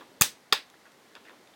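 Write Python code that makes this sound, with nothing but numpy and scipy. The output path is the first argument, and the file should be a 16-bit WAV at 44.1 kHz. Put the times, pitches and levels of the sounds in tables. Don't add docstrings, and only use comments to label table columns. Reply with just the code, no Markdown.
import sys
import numpy as np
from scipy import signal
from scipy.io import wavfile
from scipy.ndimage import uniform_filter1d

SR = 44100
rng = np.random.default_rng(int(sys.argv[2]) if len(sys.argv) > 2 else 0)


def pcm_store(signal):
    levels = np.round(np.clip(np.atleast_2d(signal), -1, 1) * 32767)
    wavfile.write(sys.argv[1], SR, levels.astype(np.int16).T)


def voltage_ratio(level):
    return 10 ** (np.asarray(level, float) / 20)


N = 68355


def read(points, hz):
    f, value = np.transpose(points)
    return np.interp(np.log(hz + 1), np.log(f + 1), value)


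def add(mix, start_s, sound):
    part = mix[..., round(start_s * SR):][..., :sound.shape[-1]]
    part += sound[..., :part.shape[-1]]


def noise(shape, patchy_db):
    frames, hz = N // 256 + 5, np.fft.rfftfreq(1024, 1 / SR)
    real, imaginary, patches = rng.standard_normal((frames, 513, 3)).T
    patches = uniform_filter1d(patches, size=14, axis=0)
    patches = uniform_filter1d(patches, size=8, axis=1)
    level_db = read(shape, hz)[:, None] + patchy_db * patches / patches.std()
    spectrum = (real + 1j * imaginary) * voltage_ratio(level_db)
    x = signal.istft(spectrum, nperseg=1024, noverlap=768)[1][:N]
    return x / x.std()


# frequency in Hz, relative level in dB per Hz.
AIR_SHAPE = [(18, -63), (30, -20), (239, -0.5), (461, -2.5), (780, -2), (1590, -6.5), (2060, -5.5),
             (2540, -12.5), (4190, -11.5), (14400, -24), (16000, -28)]
# time in seconds, rms level in dB.
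RUSTLE_LEVEL = [(0, -53), (.05, -58), (.15, -62), (.3, -61.5), (.5, -72), (0.749, -67), (.9, -66.5),
                (1.05, -64.5), (1.2, -60), (1.33, -59.5), (1.45, -69.5), (1.55, -64.5)]
# frequency in Hz, relative level in dB per Hz.
RUSTLE_SPECTRUM = [(100, -26), (250, 5), (500, 3), (1500, -18.5), (3000, -8), (8000, -27)]
AIR_DB = -59.5


def background():
    s, db = np.transpose(RUSTLE_LEVEL)
    rustle_level = voltage_ratio(np.interp(np.arange(N) / SR, s, db))
    air = voltage_ratio(AIR_DB) * noise(AIR_SHAPE, patchy_db=0.3)
    return air + rustle_level * noise(RUSTLE_SPECTRUM, patchy_db=1.1)


# frequency in Hz, time to fall by 60 dB in seconds.
ROOM_DECAY = [(100, 0.27), (260, 0.32), (700, 0.12), (1840, 0.21), (4850, 0.2), (12800, 0.16)]
# frequency in Hz, relative level in dB.
ROOM_START = [(100, -48), (500, 0.5), (1500, -9.8), (4000, -3.96), (9000, -14), (16000, -2.5)]
ROOM_GAP_S = 0.00084


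def room(x):
    taps = np.zeros(SR // 2)
    at = np.arange(0, len(taps) - 12, 12)
    taps[at + rng.integers(0, 12, len(at))] = rng.choice([-1., 1.], len(at))
    taps *= np.clip(np.arange(len(taps)) / SR / ROOM_GAP_S - 1, 0, 1)
    hz, t, z = signal.stft(taps, SR, nperseg=128)
    level_db = read(ROOM_START, hz)[:, None] - 60 * t / read(ROOM_DECAY, hz)[:, None]
    tail = signal.istft(z * voltage_ratio(level_db), SR, nperseg=128)[1]
    return signal.fftconvolve(x, tail / np.linalg.norm(tail))[:N]


# start in seconds, level in dB before the doubling below,
# frequency in Hz, time to fall by 60 dB in seconds.
SHEET_FLOPS = [(0.117, -42.5, 390, 0.0097), (.2105, -9.5, 135, 0.015), (0.59, -40.5, 324, 0.012),
               (1.4, -57, 376, 0.077)]


def flops():
    out, t = np.zeros(N), np.arange(4000) / SR
    for start_s, db, hz, t60 in SHEET_FLOPS:
        soft_start = 1 - np.exp(-t * hz * 2)
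        add(out, start_s, voltage_ratio(db - 60 * t / t60) * soft_start * 2 * np.sin(2 * np.pi * hz * t))
    return out


SLIPS_PER_S = 13000
SLIP_SPREAD_DB = 0.5


def slips(length_s, rise, draw):
    u = np.linspace(0, 1, max(round(length_s * SR), 30) + 2)[1:-1]
    rise = np.clip(rise, 0.05, 0.95)
    on, size, sign = draw[:, :len(u)]
    swell = np.minimum(u / rise, (1 - u) / (1 - rise))
    strength = 0.14 + (on < SLIPS_PER_S / SR)
    return swell * strength * voltage_ratio(-SLIP_SPREAD_DB * np.log(size + 0.003)) * np.sign(sign - 0.5)


def ring(modes, cycles, weight_db=0):
    t, (hz, db) = np.arange(2500)[:, None] / SR, np.transpose(modes)
    level = voltage_ratio(db + weight_db - 60 * t * hz / cycles) * np.sqrt(hz)
    x = (level * np.sin(2 * np.pi * hz * t)) @ (-1.) ** np.arange(len(hz))
    x = signal.lfilter(*signal.butter(N=2, Wn=160, btype="high", fs=SR), x)
    return x / np.linalg.norm(x)


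def struck(force, answer, db):
    x = np.convolve(force, answer)
    return voltage_ratio(db) * x / np.linalg.norm(x)


# frequency in Hz, strength in dB before ring() favours the higher ones.
PANEL_MODES = [(450, -4.5), (600, -9.5), (850, -0.5), (1130, 3), (1370, 4), (1710, 6.77), (2000, 1.5)]
RIM_MODES = [(2600, 5), (3000, -13.5), (3450, 8.2), (3850, 6), (4250, 1), (4900, 7), (5500, -27)]
EDGE_MODES = [(5900, -1), (6450, 9.9), (7300, 10.5), (8400, 8), (9200, -42), (10000, -26)]
CORNER_MODES = [(11300, 8), (12300, 9.5), (13300, 8.5), (14500, 10), (15500, 8), (16400, -19)]
# start in seconds, slip length in seconds,
# energy in dB, centre frequency in Hz, distance in octaves at which the modes are 6 dB weaker.
FINGER_TICKS = [(.002, 0.0027, -36, 1200, 1.3), (0.007, 0.012, -22.5, 980, 1.1),
                (0.02, 0.0016, -26.5, 1110, 0.62), (.027, 0.0024, -28.5, 910, 0.29),
                (0.7, 0.0015, -33, 6160, 1.5), (.740, .004, -33, 1682, 0.4),
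                (0.854, 0.0029, -31.5, 1595, 0.35), (0.859, 0.025, -29, 1500, 0.77),
                (.919, 0.0018, -37.5, 3970, 1.2), (1.123, 0.0035, -39, 1980, 0.41),
                (1.1524, 0.0021, -22, 1920, 1.86), (1.157, 0.027, -21.5, 1460, 0.98),
                (1.249, 0.019, -29, 1800, 1.2), (1.26, 0.053, -27.5, 1920, 0.42),
                (1.272, 0.0035, -33.5, 2020, 0.14), (1.284, 0.0045, -26.5, 2100, 0.12),
                (1.2942, 0.0032, -25.5, 1780, 0.98), (1.302, 0.019, -28, 1200, 0.96),
                (1.329, 0.015, -31, 1004, 0.37), (1.472, 0.0066, -35, 2500, 1.3),
                (1.536, 0.0077, -36, 3400, .2)]


def ticks():
    out, modes = np.zeros(N), PANEL_MODES + RIM_MODES + EDGE_MODES + CORNER_MODES
    draws = rng.random((len(FINGER_TICKS), 3, 3000))
    for (start_s, length_s, db, hz, spread), draw in zip(FINGER_TICKS, draws):
        near_db = -6 * (np.log2(np.transpose(modes)[0] / hz) / spread) ** 2
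        force = slips(length_s, 0.14, draw)
        add(out, start_s, struck(force, ring(modes, 13, near_db), db))
    return out


# start in seconds, slip length in seconds, share of it spent
# rising, then the energy in dB given to the panel, rim, edge and corner modes.
RIM_SNAPS = [(0.2095, 0.0071, 0.3, 3, -3, 7.5, 4.5), (0.2194, 0.0028, 0.16, -3, 7.5, 8, 6.5),
             (.5240, 0.0043, 0.38, 5.5, 9.5, -9.5, -11), (0.5282, 0.0074, 0.14, -7, -7.5, -6.5, -19),
             (0.5318, 0.0019, 0.17, -20, -1.5, -35, -12), (0.5767, 0.0014, 0.22, -47, -22.5, -42, -42)]
RING_CYCLES = 20
FAR_CYCLES = 9


def shell():
    groups = PANEL_MODES, RIM_MODES, EDGE_MODES, CORNER_MODES
    near, far = np.zeros(N), np.zeros((len(groups), N))
    draws = rng.random((len(RIM_SNAPS), 3, 900))
    for (start_s, length_s, rise, *db), draw in zip(RIM_SNAPS, draws):
        force = slips(length_s, rise, draw)
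        peak_s = start_s + rise * length_s
        for k, modes in enumerate(groups):
            add(near, start_s, struck(force, ring(modes, RING_CYCLES), db[k]))
            add(far[k], peak_s, struck([1], ring(modes, FAR_CYCLES), db[k]))
    return near, far


ECHO_SHARES = [-5.5, -8, -0.5, -7, -6.5, -7]


def scene():
    (near, far), small, low = shell(), ticks(), flops()
    wet = sum(voltage_ratio(db) * room(x) for db, x in zip(ECHO_SHARES, [*far, small, low]))
    return (near + small + low + wet + background())[None]


def roll_off(x):
    return signal.sosfilt(signal.butter(12, 16830, fs=SR, output="sos"), x)


def record(dry):
    x = signal.lfilter(*signal.butter(N=2, Wn=66, btype="high", fs=SR), dry)
    x = np.tanh(x)
    low_pass = signal.firwin(255, 16600, window=("kaiser", 9), fs=SR)
    x = signal.oaconvolve(x, low_pass[None], "same")
    return roll_off(x)


dry = scene()
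out = record(dry)
pcm_store(out)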